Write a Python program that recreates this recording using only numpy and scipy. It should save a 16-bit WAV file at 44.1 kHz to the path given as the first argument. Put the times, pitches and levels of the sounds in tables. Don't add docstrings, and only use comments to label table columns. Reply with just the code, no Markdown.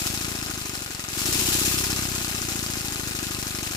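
import sys
import numpy as np
from scipy import signal
from scipy.fft import rfft, irfft
from scipy.io import wavfile

SR = 44100
rng = np.random.default_rng(int(sys.argv[2]) if len(sys.argv) > 2 else 0)


def dump_mix(stems):
    frames = np.atleast_2d(stems).T
    limited = np.clip(frames, -1, 1)
    pcm = np.round(limited * 32767).astype(np.int16)
    wavfile.write(sys.argv[1], SR, pcm)


N = 165816
TIME_S = np.arange(N) / SR
BIN_HZ = np.fft.rfftfreq(N, 1 / SR)


def amp(db):
    return 10 ** (np.asarray(db) / 20)


def unit_rms(x):
    return x / np.sqrt(np.mean(x ** 2) + 1e-20)


def curve(table, at_s, column=1):
    table = np.array(table)
    return np.interp(at_s, table[:, 0], table[:, column])


def per_bin(points):
    hz, value = np.transpose(points)
    return np.interp(np.log(BIN_HZ + 1), np.log(hz), value)


def colour(x, tone):
    return irfft(rfft(x) * unit_rms(amp(per_bin(tone))), N)


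def high_pass(x, hz, order):
    return signal.sosfilt(signal.butter(order, hz, "high", fs=SR, output="sos"), x)


def band(x, hz, width_hz):
    return signal.lfilter(*signal.iirpeak(hz, hz / width_hz, SR), x)


def resonate(x, modes):
    return sum(amp(db) * band(x, hz, width_hz) for hz, width_hz, db in modes)


def add(mix, start_s, sound):
    start = round(start_s * SR)
    sound = sound[..., max(-start, 0):]
    part = mix[..., max(start, 0):][..., :sound.shape[-1]]
    part += sound[..., :part.shape[-1]]


def drift(scale_s):
    spectrum = rfft(rng.standard_normal(N)) * BIN_HZ * np.exp(-2 * (BIN_HZ * scale_s) ** 2)
    return unit_rms(irfft(spectrum, N))


# freq_hz, correlation
PORT_LIKENESS = [(300, .96), (550, .7), (1500, .78), (2300, .1), (2700, .45), (3300, .1), (15000, .05)]
def port_noise():
    left, other = rfft(rng.standard_normal((2, N)))
    likeness = np.clip(per_bin(PORT_LIKENESS), 0, 1)
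    right = likeness * left + np.sqrt(1 - likeness ** 2) * other
    return irfft(np.array([left, right]), N)


# time_s, strokes_per_s
FLYWHEEL_SPEED = [(0.0, 21.11), (0.142, 27.66), (0.308, 28.48), (0.43, 27.17), (0.716, 24.56),
                  (0.959, 22.33), (1.114, 21.58), (1.225, 24.71), (1.289, 30.56), (1.389, 30.26),
                  (1.592, 31.08), (1.783, 32.17), (2.032, 32.23), (2.451, 28.51), (2.842, 27.07),
                  (3.239, 25.24), (3.48, 25.02), (3.76, 24.5)]
def stroke_count():
    return np.cumsum(curve(FLYWHEEL_SPEED, TIME_S)) / SR - .402


def stroke_times():
    count = stroke_count()
    return np.interp(np.arange(int(count[-1]) + 1), count, TIME_S)


# position_strokes, valve_db, rub_db
CRANK_CYCLE = [(.08, .5, 0), (.33, -1.8, 0), (.6, -.5, 3.5), (.92, -4, -2.5), (1.17, 1.5, 2),
               (1.42, 1.8, .5), (1.6, -.5, -1.5), (1.74, 2.8, -1), (1.88, -4, -3)]
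def crank_db(part):
    position, valve, rub = np.transpose(CRANK_CYCLE)
    return np.interp(stroke_count(), position, {"valve": valve, "rub": rub}[part], period=2)


# time_s, thump_db, ring_db, clatter_db
STROKE_FORCE = [(0, 2.5, 0.5, 0), (.3, 0, 0.5, 0.5), (.7, -3, -2, -1.5), (1.06, -5, -5, -2.5),
                (1.3, 3.5, 6, -0.5), (1.6, 3, 6, -2), (1.9, 4, 3.5, 2), (2.3, 0, 0.5, 0),
                (3.0, 0, 0.5, -0.5), (3.76, -0.5, -1.5, 0)]
def force_db(part, at_s):
    return curve(STROKE_FORCE, at_s, {"thump": 1, "ring": 2, "clatter": 3}[part])


def room(x, t60_s=.11, reflections_per_s=2000):
    t = np.arange(SR // 3) / SR
    tail = rng.standard_normal((2, len(t)))
    tail *= rng.random(tail.shape) < reflections_per_s / SR
    tail *= (t > .004) * amp(-60 * t / t60_s)
    tail /= np.linalg.norm(tail, axis=1, keepdims=True)
    return high_pass(signal.fftconvolve(x, tail, axes=1)[:, :N], hz=480, order=2)


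# pitch_hz, width_hz, level_db
FRAME_MODES = [(760, 125, 1), (1380, 530, -6.5), (2556, 180, -3), (4220, 1500, -6), (5370, 460, 0.5),
               (6540, 440, 4), (7540, 680, 6), (9200, 210, -1), (10600, 96, -12), (12000, 730, 10.5)]
def frame_ring(x):
    return resonate(x, FRAME_MODES)


# freq_hz, level_db
TURBULENCE_SPECTRUM = [(20, -5), (60, -14), (120, 0), (160, -5), (225, 2), (280, -3.5), (355, 0),
                       (400, 0.5), (450, -11.5), (900, -14.5), (16000, -80)]
def tube_rumble():
    return colour(port_noise(), TURBULENCE_SPECTRUM) * amp(-45.5 + force_db("ring", TIME_S))


# time_s, hiss_db
AIR_FLOW = [(0, -34.5), (.2, -37.5), (.42, -41), (.74, -41), (.95, -44.5), (1.1, -42.5), (1.15, -35.5),
            (1.19, -33.5), (1.3, -30.5), (1.49, -28), (1.7, -29), (1.9, -34), (2.1, -36), (2.6, -37.5),
            (3.1, -39), (3.76, -39.5)]
# freq_hz, level_db
HISS_SPECTRUM = [(30, -37), (500, -9.5), (1000, -6.5), (1450, -6.5), (2000, -4), (2600, 0), (3150, 0.5),
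                 (4500, 0), (7500, 1), (9000, -0.5), (12000, -2.5), (16000, -7)]
def valve_hiss():
    waver_db = .5 * drift(scale_s=.05) + .8 * drift(scale_s=.003)
    flow_db = 4 + curve(AIR_FLOW, TIME_S) + crank_db("valve") + waver_db
    hiss = colour(port_noise() * amp(flow_db), HISS_SPECTRUM)
    return hiss + .24 * frame_ring(hiss)


# freq_hz, level_db
RUB_SPECTRUM = [(30, -22), (300, -4), (550, 6.5), (800, -2.5), (1400, 4.5), (2000, 7), (3200, 4.5),
                (5500, -2), (7500, -29), (9000, -12), (16000, -22)]
def piston_rub():
    rub_db = -40.5 + .29 * force_db("clatter", TIME_S) + crank_db("rub")
    rasp = colour(port_noise() * amp(rub_db), RUB_SPECTRUM)
    return .5 * (rasp + frame_ring(rasp))


# start_s, level_db, ring_share
LINKAGE_SNAPS = [(.0677, -13, .3), (.0745, -14, .6), (.2119, -22, .3), (.6953, -22, .3), (.7528, -17.5, .6),
                 (.9495, -24, .3), (1.0408, -26, .2), (1.1908, -21, .8), (1.2563, -16, .7),
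                 (1.3279, -13, .6), (1.348, -17, .6), (1.7808, -16, .4), (1.7872, -15, 1.1),
                 (1.8419, -14, .7), (1.904, -16, .9), (1.9122, -20, 1), (2.7015, -23, .3), (2.816, -25, .6)]
# freq_hz, level_db
CRACK_SPECTRUM = [(100, -8), (1000, 0), (7500, 3.5), (15000, -9)]
def linkage_snaps(panel_hz=5360, rise_s=.0003, crack_decay_s=.0011, ring_decay_s=.0016):
    cracks, rings = np.zeros((2, 2, N))
    t = np.arange(SR // 40) / SR
    panel = 1.15 * np.exp(-t / ring_decay_s) * np.sin(2 * np.pi * panel_hz * t)
    for start_s, level_db, ring_share in LINKAGE_SNAPS:
        onset = amp(level_db) * (1 - np.exp(-t / rise_s))
        add(cracks, start_s, onset * np.exp(-t / crack_decay_s) * rng.standard_normal((2, len(t))))
        add(rings, start_s, onset * ring_share * panel)
    return colour(cracks, CRACK_SPECTRUM) + rings


def loose_rattles(rate_per_s=170, decay_s=.00097, spread_db=3):
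    hits = rng.random(N) < rate_per_s / SR
    scatter_db = spread_db * np.minimum(rng.standard_normal(N), 2)
    size = amp(-27.5 + force_db("clatter", TIME_S) + scatter_db)
    power = signal.lfilter([1], [1, -np.exp(-2 / (decay_s * SR))], hits * size ** 2)
    return port_noise() * np.sqrt(power)


def knock(panel_hz, decay_s, rise_s=.0005):
    t = np.arange(SR // 40) / SR
    shared, *per_port = rng.standard_normal((3, len(t)))
    noise = (shared + np.array(per_port)) / np.sqrt(2)
    burst = noise * (1 - np.exp(-t / rise_s)) * np.exp(-t / decay_s)
    return burst + 1.72 * band(burst, panel_hz, width_hz=1020)


# cylinder, delay_s, jitter_s, level_db, decay_s, panel_hz
TURN_CONTACTS = [(0, -.0011, .0003, 1.5, .0014, 4400), (0, .0043, .0005, -5.5, .0018, 2700),
                 (1, .0006, .0005, -1.5, .0021, 6200), (1, -.0043, .0003, -7, .0008, 5400),
                 (1, .008, .0015, -8, .002, 1400), (1, .015, .003, -10, .002, 5400),
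                 (0, .02, .003, -11, .002, 1400)]
def piston_knocks(strokes, spread_db=1.3, pitch_spread=.06):
    knocks = np.zeros((2, N))
    for cylinder, delay_s, jitter_s, level_db, decay_s, panel_hz in TURN_CONTACTS:
        times = strokes[round(cylinder)::2]
        scatter = np.clip(rng.standard_normal((len(times), 3)), -2, 2)
        for stroke_s, (late, hard, sharp) in zip(times, scatter):
            gain = amp(-20 + level_db + force_db("clatter", stroke_s) + spread_db * hard)
            hit = knock(panel_hz * np.exp(pitch_spread * sharp), decay_s)
            add(knocks, stroke_s + delay_s + jitter_s * late, gain * hit)
    return knocks


# freq_hz, level_db
IMPACT_SPECTRUM = [(30, -26), (300, 9), (550, 0), (1000, 1.5), (2000, 4.5), (4000, -1.5), (7000, -2.5),
                   (9000, -2.5), (12000, -12), (16000, -30)]
def clatter(strokes):
    taps = colour(piston_knocks(strokes) + loose_rattles(), IMPACT_SPECTRUM)
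    return .5 * (taps + frame_ring(taps))


# thump_db, ring_hz, ring_db, extra_ring_db_per_force_db
CYLINDER_VOICES = [(-24.5, 255, -34.5, 1.06), (-24.5, 313, -30, -1.5)]
# pitch_hz, width_hz, level_db
TUBE_MODES = [(112, 32, -14), (201, 40, -10.5), (298.7, 22, -4.5), (354, 37, -11)]
# freq_hz, gain_db
THUMP_TONE = [(110, 0), (200, -2.5), (375, 2), (460, -8), (1000, -22)]
def cylinder_thumps(strokes, gulp_s=.0011, ring_rise_s=.0023, ring_decay_s=.0022):
    gulps, rings = np.zeros((2, N))
    half = SR // 40
    t = np.arange(-half, half) / SR
    gulp_lead_s, ring_lead_s = .0001, .00074
    swell = np.where(t < 0, np.exp(-.5 * (t / ring_rise_s) ** 2), np.exp(-abs(t) / ring_decay_s))
    for k, stroke_s in enumerate(strokes):
        thump_db, ring_hz, ring_db, extra_ring = CYLINDER_VOICES[k % 2]
        gulp_scatter, pitch_scatter, ring_scatter = rng.standard_normal(3)
        drive_db = force_db("ring", stroke_s)
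        excess_db = max(drive_db, 0)
        width_s = gulp_s * (1 + .025 * excess_db)
        gulp_gain = amp(thump_db + force_db("thump", stroke_s) + .5 * gulp_scatter)
        add(gulps, stroke_s - gulp_lead_s + t[0], -gulp_gain * np.exp(-.5 * (t / width_s) ** 2))
        pitch_hz = ring_hz * (1 + .04 * excess_db + .014 * pitch_scatter)
        ring_gain = amp(ring_db + drive_db + extra_ring * excess_db + .5 * ring_scatter)
        add(rings, stroke_s - ring_lead_s + t[0], -ring_gain * swell * np.cos(2 * np.pi * pitch_hz * t))
    blows = high_pass(gulps, hz=53, order=3) + rings
    hum = resonate(blows, TUBE_MODES)
    return irfft(rfft(blows + hum) * amp(per_bin(THUMP_TONE)), N)


def scene():
    strokes = stroke_times()
    mechanism = cylinder_thumps(strokes) + clatter(strokes) + linkage_snaps() + piston_rub()
    engine = mechanism + valve_hiss() + tube_rumble()
    return engine + amp(-10.5) * room(engine)


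# freq_hz, left_db, right_db
PORT_RESPONSE = [(92, .8, -.8), (125, 4, -4), (230, 2, -2), (700, 1.2, -1), (1420, 4.3, -4.5),
                 (2200, 1, -3), (2620, 4, -3), (2900, 2.2, -.7), (3400, .6, -3.4), (3900, 2.4, -.7),
                 (5700, 2, -1), (7250, 3, -5), (7800, .8, -.8), (8650, .8, -5), (10000, 2.8, -.5),
                 (12500, .5, -2.5), (15400, 4.5, -6)]
def record(dry, right_delay_s=.000194, cutoff_hz=15550):
    left, right = (amp(per_bin([(row[0], row[k]) for row in PORT_RESPONSE])) for k in (1, 2))
    delay = np.exp(-2j * np.pi * BIN_HZ * right_delay_s)
    heard = irfft(rfft(dry) * np.array([left, delay * right]), N)
    low_pass = signal.firwin(511, cutoff_hz, window=("kaiser", 9), fs=SR)
    return signal.oaconvolve(heard, low_pass[None], "same")


dry = scene()
out = record(dry)
dump_mix(out)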